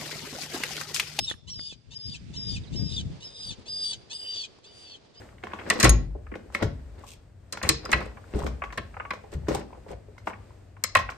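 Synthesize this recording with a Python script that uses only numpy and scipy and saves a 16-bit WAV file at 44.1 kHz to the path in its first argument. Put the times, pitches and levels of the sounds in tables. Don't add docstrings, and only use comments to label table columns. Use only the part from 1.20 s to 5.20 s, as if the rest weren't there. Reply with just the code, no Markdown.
import sys
import numpy as np
from scipy import signal
from scipy.fft import rfft, irfft, next_fast_len
from scipy.io import wavfile
from scipy.ndimage import map_coordinates

SR = 44100
rng = np.random.default_rng(int(sys.argv[2]) if len(sys.argv) > 2 else 0)


def waveform_to_disk(signal):
    frames = np.transpose(np.atleast_2d(signal))
    scaled = np.clip(frames, -1, 1) * 32767
    samples = np.round(scaled).astype(np.int16)
    wavfile.write(sys.argv[1], SR, samples)


N = 176400

# frequency_hz, gain_db
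TOWN_SPECTRUM = [(20, -10), (100, 3.5), (200, -2.5), (430, 2), (800, -7), (1400, -13), (2200, -13.5),
                 (3500, -12.5), (4800, -12.5), (6000, -18.5), (9000, -30), (11000, -39), (14000, -35.5)]
BUFFET_SPECTRUM = [(20, -26.5), (54, -1.5), (109, 3), (206, -5), (290, -14.5), (444, -25), (640, -43),
                   (1200, -56.5), (2500, -45), (8000, -47), (11000, -75)]
ROAR_SPECTRUM = [(100, -18), (220, 3), (450, -5), (700, -15), (1200, -35), (3000, -56)]
SCUFF_SPECTRUM = [(1500, -4), (4000, -3), (8000, -15), (11500, 6), (13000, -9)]
# time_s, level_db
TOWN_LEVEL = [(0, -59.5), (.7, -66), (1.3, -56.5), (2, -53), (2.7, -53.5), (3.4, -55), (4, -56.5)]
GUST_LEVEL = [(0.0, -34.5), (0.07, -54.5), (0.12, -50), (0.21, -55.5), (0.29, -44.5), (0.41, -46.5),
              (0.47, -65), (0.59, -48.5), (0.63, -62), (0.71, -51.5), (0.82, -54.5), (0.88, -36.5),
              (0.92, -45.5), (1.18, -36.5), (1.2, -42), (1.29, -36), (1.44, -35), (1.47, -41.5),
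              (1.55, -27.5), (1.61, -25.5), (1.66, -33.5), (1.75, -40), (1.92, -35), (2.02, -56.5),
              (2.18, -60.5), (2.31, -43), (2.37, -63), (2.39, -39.5), (2.45, -65), (2.49, -51),
              (2.72, -63.5), (2.76, -52), (2.85, -60), (3.15, -70), (3.92, -72), (4.0, -64)]
# time_s, left_over_right_db
GUST_SIDE = [(0, 17), (.82, 11), (.95, 4.5), (1.48, 2.5), (1.57, 14.5), (1.88, 3.5), (4, 3)]
# peak_s, width_s, level_db, left_over_right_db, top_edge_hz
HISSES = [(1.3, 0.39, -58, -11.5, 5400), (3.6, 0.053, -55, 0.5, 11600)]
# start_s, level_db, left_over_right_db, ring_hz
KNOCKS = [(.003, -38, 29, 435), (0.1125, -22, -45, 1840), (.119, -39.5, -12, 1490),
          (0.14, -39.5, -19, 1770), (0.393, -35, -24, 2000), (0.525, -42, -21, 456), (2.396, -44, -12, 250),
          (3.387, -45, 5, 1000)]
# start_s, end_s, from_hz, to_hz, level_db
CHIRPS = [(1.432, 1.463, 3940, 2960, -54.5), (1.466, 1.498, 4260, 3780, -55)]
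SQUEALS = [(0.067, 0.115, 3797, 3423, -32.5), (.493, 0.521, 3630, 3286, -43),
           (0.508, 0.533, 2740, 2450, -49), (0.919, 0.948, 3640, 3520, -47),
           (0.934, 0.962, 2966, 2246, -44), (1.338, 1.362, 3650, 3520, -46),
           (1.348, 1.378, 3040, 2220, -41), (1.761, 1.795, 3760, 3350, -32),
           (2.287, 2.319, 3720, 3420, -41.5), (2.72, 2.739, 3650, 3230, -43),
           (3.23, 3.248, 3480, 3070, -36), (3.235, 3.252, 2600, 2320, -42),
           (3.738, 3.759, 3350, 3114, -44.5)]
# frequency_hz, gain_db
GROUND_REFLECTION = [(3300, -1), (4200, -4.5), (4900, -7.5), (6000, -2.5)]
WALL_REFLECTION = [(4300, -21.5), (4900, -19), (5800, -21), (9500, -20)]
# time_s, delay_s
BEARING_DELAY = [(0, 0.00025), (.25, 0.00028), (1.4, 0.00029), (1.9, 0.00025), (2.4, 0.00025),
                 (2.5, 0.00025), (2.8, 0.00025), (2.9, 0.00026), (4, 0.00026)]
# frequency_hz, lag_rad
PORT_LAG = [(2400, 0.022), (3400, -0.68), (3900, 0.034), (4700, -0.18), (5400, 0.42), (6500, -0.18),
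            (8500, -0.56)]
# frequency_hz, gain_db
RASP_THROAT = [(300, -42), (1000, -37.5), (1500, -21.5), (2300, -29), (2930, -1), (3250, 2.5), (3640, -1),
               (3950, -4), (4400, -3.5), (5500, -4), (6700, -12.5), (7700, -16.5), (8500, -19.5),
               (9600, -19.5), (11000, -58.5)]
LOW_THROAT = [(1000, -34), (2300, -17), (2650, -8.5), (2870, -3), (3150, 3), (3500, -23), (6000, -48)]
CROAK_THROAT = [(300, -40), (1000, -16), (1500, -19), (2200, -14.5), (2900, -0.5), (3500, 0.5),
                (4300, -0.5), (5000, -8), (6200, -5), (7900, -14), (9200, -21), (11000, -35.5)]
# time_s, gain_db
GAPE = [(0, -9.5), (2.8, -36), (3.05, 5.5), (3.25, -15), (3.5, -4.5), (4, 3)]
# time_s, gain_db
FACING = [(0, 7), (.45, -4), (.85, -5.5), (1.3, -9.5), (1.7, -4), (2.1, 1.5), (2.3, 5.5), (2.7, 6.5),
          (3, 13.5), (3.3, -33), (4, -20)]
# start_s, whistle_on_s, whistle_off_s, end_s,
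# opening_croak_db, early_rasp_db, late_rasp_db, closing_croak_db, left_over_right_db
SQUAWKS = [(-0.05, -0.023, 0.071, 0.135, -47, -45, -41.5, -40, 0),
           (0.27, 0.3, 0.515, 0.545, -42.5, -50, -43, -47.5, 0.5),
           (0.703, 0.746, 0.935, 0.975, -49, -56, -46, -45.5, 3.5),
           (1.13, 1.169, 1.352, 1.39, -45.5, -49.5, -39.5, -45.5, 3.5),
           (1.522, 1.562, 1.772, 1.822, -47.5, -51, -39, -41.5, 0),
           (2.002, 2.04, 2.298, 2.342, -46, -50.5, -42, -41.5, 0.5),
           (2.455, 2.483, 2.719, 2.751, -45, -44.5, -35.5, -35.5, 0.5),
           (2.896, 2.931, 3.228, 3.268, -39, -50, -36.5, -43, 0.5),
           (3.432, 3.465, 3.744, 3.778, -52.5, -61, -50.5, -56, -0.5),
           (3.935, 3.955, 4.05, 4.08, -60.5, -64, -91, -61, 0)]
# time_s, pitch_hz, base_level_db
WHISTLES = [
    [(0.004, 5220, -34.5), (0.026, 5254, -43), (0.044, 5364, -31), (0.065, 5330, -44)],
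    [(0.308, 5600, -41), (0.325, 5644, -39), (0.356, 5090, -40.5), (0.39, 4900, -42), (0.438, 4780, -36),
     (0.447, 4830, -40), (0.478, 4880, -38), (0.509, 4705, -48.5)],
    [(0.75, 5000, -44), (0.772, 5040, -37.5), (0.785, 4905, -59), (0.798, 4915, -44.5),
     (0.842, 5025, -40.5), (0.877, 4980, -37.5), (0.92, 4690, -42.5), (0.929, 4640, -42)],
    [(1.176, 5113, -36), (1.21, 5040, -40), (1.232, 5072, -37), (1.25, 4977, -43), (1.28, 5020, -36),
     (1.293, 4884, -32), (1.31, 4874, -35), (1.347, 4648, -41)],
    [(1.567, 5140, -35.5), (1.58, 5130, -36), (1.602, 5044, -39.5), (1.628, 4985, -43.5),
     (1.667, 5110, -38.5), (1.702, 4940, -44), (1.715, 5013, -46), (1.766, 4766, -38.5)],
    [(2.046, 5116, -45.5), (2.064, 5134, -40.5), (2.094, 5003, -52), (2.116, 4970, -57),
     (2.173, 4997, -46.5), (2.242, 4900, -41.5), (2.264, 4763, -39.5), (2.293, 4630, -37)],
    [(2.492, 4810, -37), (2.509, 4975, -36.5), (2.522, 4880, -34.5), (2.557, 4812, -33.5),
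     (2.588, 4852, -34.5), (2.635, 4828, -28.5), (2.683, 4634, -31.5), (2.714, 4586, -34.5)],
    [(2.94, 4773, -37), (2.953, 4907, -37), (2.984, 4780, -46.5), (2.997, 4840, -39.5), (3.097, 4727, -33),
     (3.154, 4674, -39), (3.188, 4607, -33), (3.222, 4413, -41)],
    [(3.471, 4736, -53.5), (3.498, 4788, -51.5), (3.532, 4625, -59.5), (3.576, 4727, -54),
     (3.624, 4782, -47), (3.672, 4574, -54), (3.733, 4447, -51), (3.738, 4230, -47)],
    [(3.971, 4810, -56), (3.975, 4910, -51), (3.992, 4920, -52.5)],
]
# frequency_hz, gain_db
MICROPHONE = [(20, -1), (9700, -2), (10400, -8), (11200, -17), (13000, -32.5)]

EDGE_S = 0.008
WHISTLE_GAIN_DB, RASP_GAIN_DB, UNDERTONE_GAIN_DB = 1.5, -3, -9.5
OCTAVE_DB, OCTAVE_SWELL_DB, SIDEBAND_DB = -26, 4.5, -18
GROUND_T60_S, WALL_T60_S = 0.064, 0.63
BAND_LIMIT_HZ = 12920


def amp(db):
    return 10 ** (np.asarray(db) / 20)


def unit(x):
    return x / np.sqrt(np.mean(x ** 2) + 1e-20)


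def sides(db):
    return unit(amp([[db / 2], [-db / 2]]))


def lookup(table, at):
    return np.interp(at, *np.transpose(table))


def filtered(x, response):
    return irfft(rfft(x) * amp(lookup(response, np.fft.rfftfreq(N, 1 / SR))), N)


def colour(x, spectrum):
    hz, db = np.transpose(spectrum)
    size = next_fast_len(len(x) + 512)
    gain = amp(np.interp(np.log(np.fft.rfftfreq(size, 1 / SR) + 1), np.log(hz), db))
    return unit(irfft(rfft(x, size) * gain, size)[:len(x)])


def wander(size, rate_hz):
    n = next_fast_len(size + 4096)
    lowpass = np.exp(-(np.fft.rfftfreq(n, 1 / SR) / rate_hz) ** 2)
    return unit(irfft(rfft(rng.standard_normal(n)) * lowpass, n))[:size]


def span(start, end, rise_s=EDGE_S, fall_s=EDGE_S):
    t = np.arange(round(start * SR), round(end * SR)) / SR
    ramp = np.clip(np.minimum((t - start) / rise_s, (end - t) / fall_s), 0, 1)
    return t, np.sin(np.pi / 2 * ramp)


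def add(mix, start_s, sound):
    at = round(start_s * SR)
    sound = sound[..., max(-at, 0):]
    part = mix[:, max(at, 0):][:, :sound.shape[-1]]
    part += sound[..., :part.shape[1]]


def diffuse_noise(spectrum, shared):
    common = rng.standard_normal(N)
    return np.array([colour(shared * common + rng.standard_normal(N), spectrum) for _ in range(2)])


def town():
    murmur = sides(-1.1) * diffuse_noise(TOWN_SPECTRUM, shared=0.44)
    return murmur * amp(lookup(TOWN_LEVEL, np.arange(N) / SR) + 1.77 * wander(N, 21.3))


def hiss():
    out, t = np.zeros((2, N)), np.arange(N) / SR
    for peak_s, width_s, db, pan_db, top_hz in HISSES:
        spectrum = [(1000, -8), (top_hz * 0.44, 0), (top_hz, -5), (top_hz * 1.7, -16), (top_hz * 2, -35)]
        swell = amp(db) * np.exp(-.5 * ((t - peak_s) / width_s) ** 2)
        out += sides(pan_db) * swell * diffuse_noise(spectrum, shared=0.14)
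    return out


def far_chirps():
    out = np.zeros((2, N))
    for start, end, from_hz, to_hz, db in CHIRPS:
        t, gate = span(start, end)
        chirp = membrane_tone(np.interp(t, [start, end], [from_hz, to_hz]), jitter=0.047, flutter_db=5)
        add(out, t[0], sides(-17) * amp(db) * gate * chirp)
    return out


def wind():
    t = np.arange(N) / SR
    gust_db, left_gain = lookup(GUST_LEVEL, t), amp(lookup(GUST_SIDE, t))
    roar_db = -37.5 + 1.87 * (gust_db + 25)
    mean_gain = np.sqrt((left_gain ** 2 + 1) / 2)
    ports = []
    for gain in left_gain, 1:
        lumps = unit(amp(3 * wander(N, 10.7) + 2.5 * wander(N, 80)))
        buffet = amp(gust_db + 2.5) * colour(rng.standard_normal(N), BUFFET_SPECTRUM)
        roar = amp(roar_db) * colour(rng.standard_normal(N), ROAR_SPECTRUM)
        ports.append(gain / mean_gain * lumps * (buffet + roar))
    return np.array(ports)


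def knocks(body_hz=270):
    out, t = np.zeros((2, N)), np.arange(2048) / SR
    body = np.sin(2 * np.pi * body_hz * t) * np.exp(-t / 0.0018)
    for start, db, pan_db, ring_hz in KNOCKS:
        ring = np.sin(2 * np.pi * ring_hz * t) * np.exp(-t / 0.002)
        spectrum = [(100, 0), (ring_hz, 0), (ring_hz * 1.6, -14), (12000, -24)]
        grit = 0.58 * colour(rng.standard_normal(len(t)), spectrum) * np.exp(-t / 0.0035)
        add(out, start, sides(pan_db) * amp(db) * (body + ring + grit))
    return out


def scuff(start_s=0.091, decay_s=0.023, level_db=-38):
    out = np.zeros((2, N))
    t, gate = span(start_s, start_s + 5 * decay_s)
    envelope = amp(level_db) * gate * np.exp((start_s + EDGE_S - t) / decay_s)
    add(out, start_s, sides(-16) * envelope * colour(rng.standard_normal(len(t)), SCUFF_SPECTRUM))
    return out


def reflections(calls, response, t60_s, taps_per_s):
    t = np.arange(SR) / SR
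    taps = rng.standard_normal((2, SR)) * (rng.random((2, SR)) < taps_per_s / SR)
    taps *= amp(-60 * t / t60_s) * (t > .001)
    taps /= np.linalg.norm(taps, axis=1, keepdims=True) + 1e-12
    return signal.fftconvolve(filtered(calls, response), taps, axes=1)[:, :N]


def direct_path(calls):
    n = np.arange(N)
    delayed = map_coordinates(calls[1], [n - SR * lookup(BEARING_DELAY, n / SR)], order=3)
    lag_rad = lookup(PORT_LAG, np.fft.rfftfreq(N, 1 / SR))
    return np.array([calls[0], irfft(rfft(delayed) * np.exp(-1j * lag_rad), N)])


def membrane_tone(hz, jitter, flutter_db, overtones_db=()):
    phase = 2 * np.pi * np.cumsum(hz * (1 + jitter * wander(len(hz), 700))) / SR
    wave = np.sin(phase) + sum(amp(db) * np.sin(k * phase) for k, db in enumerate(overtones_db, 2))
    return unit(wave * amp(flutter_db * wander(len(hz), 64)))


def throat_pulses(hz, throat, jitter=0.0497, breath=.35, flutter_db=3):
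    size = len(hz)
    phase = 2 * np.pi * np.cumsum(hz * (1 + jitter * wander(size, 426))) / SR
    pulses = unit(sum(np.cos(k * phase) for k in range(1, 12)))
    puffs = unit((1 + np.cos(phase)) * rng.standard_normal(size))
    source = (1 - breath) * pulses + breath * puffs
    return colour(source * amp(flutter_db * wander(size, 350)), throat)


def croak(start, end, glide_hz, db, rise_s, fall_s, jitter, breath):
    t, gate = span(start, end, rise_s, fall_s)
    pitch_hz = np.interp(t, [start, end], glide_hz)
    return t[0], gate * amp(db) * throat_pulses(pitch_hz, CROAK_THROAT, jitter, breath)


def rasp(t, whistle_hz, effort_db):
    upper = throat_pulses(whistle_hz / 4, RASP_THROAT)
    lower = amp(lookup(GAPE, t)) * throat_pulses(whistle_hz / 5, LOW_THROAT)
    undertone_hz = 3655 + .6 * (whistle_hz - 4877)
    undertone = membrane_tone(undertone_hz, jitter=.031, flutter_db=6.5)
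    return amp(effort_db) * (amp(RASP_GAIN_DB) * (upper + lower) + amp(UNDERTONE_GAIN_DB) * undertone)


def rasping_whistle(on, off, contour, open_db, early_db, late_db):
    t, gate = span(on - EDGE_S / 2, off + EDGE_S / 2)
    times, hz, db = np.transpose(contour)
    pitch_hz, level_db = np.interp(t, times, hz), np.interp(t, times, db) + WHISTLE_GAIN_DB
    progress, facing_db = (t - on) / (off - on), lookup(FACING, t)
    octave_db = OCTAVE_DB + facing_db + OCTAVE_SWELL_DB * (2 * progress ** 2 - 1)
    whistle = membrane_tone(pitch_hz, jitter=0.0068, flutter_db=1.5, overtones_db=[octave_db])
    effort_steps_db = [open_db - 3.5, early_db, early_db, late_db, late_db - 1.5]
    rasping = rasp(t, pitch_hz, np.interp(progress, [0, .2, .4, .75, 1], effort_steps_db))
    carrier = np.exp(2j * np.pi * np.cumsum(pitch_hz) / SR)
    sidebands = amp(SIDEBAND_DB + facing_db) * (signal.hilbert(rasping) * carrier).real
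    return t[0], gate * (amp(level_db) * whistle + rasping + sidebands)


def squeals(reedy_below_hz=3000):
    out = np.zeros((2, N))
    for start, end, from_hz, to_hz, db in SQUEALS:
        t, gate = span(start, end)
        pitch_hz = np.interp(t, [start, end], [from_hz, to_hz])
        overtones_db = [-3, -9.5] if to_hz < reedy_below_hz else [-17]
        squeal = membrane_tone(pitch_hz, jitter=.015, flutter_db=4, overtones_db=overtones_db)
        add(out, t[0], sides(1.3) * gate * amp(db) * squeal)
    return out


def squawks():
    out = np.zeros((2, N))
    for squawk, contour in zip(SQUAWKS, WHISTLES):
        start, on, off, end, open_db, early_db, late_db, close_db, pan_db = squawk
        held = rasping_whistle(on, off, contour, open_db, early_db, late_db)
        first_hz = contour[0][1]
        opening = croak(start, on + EDGE_S, glide_hz=(.168 * first_hz, .205 * first_hz), db=open_db + 1,
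                        rise_s=0.02, fall_s=0.016, jitter=.025, breath=.24)
        closing = croak(off - EDGE_S, end, glide_hz=(997, 696), db=close_db + 0.5,
                        rise_s=0.022, fall_s=0.019, jitter=.045, breath=.3)
        for at, sound in opening, held, closing:
            add(out, at, sides(pan_db) * sound)
    return out


def scene():
    calls = squawks() + squeals()
    ground = reflections(calls, GROUND_REFLECTION, GROUND_T60_S, taps_per_s=1400)
    walls = reflections(calls, WALL_REFLECTION, WALL_T60_S, taps_per_s=760)
    surroundings = far_chirps() + wind() + town() + hiss() + knocks() + scuff()
    return direct_path(calls) + ground + walls + surroundings


def record(dry):
    lowpass = signal.firwin(255, BAND_LIMIT_HZ, window=("kaiser", 9), fs=SR)
    return signal.oaconvolve(filtered(dry, MICROPHONE), lowpass[None], "same")


dry = scene()
out = record(dry)
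waveform_to_disk(out)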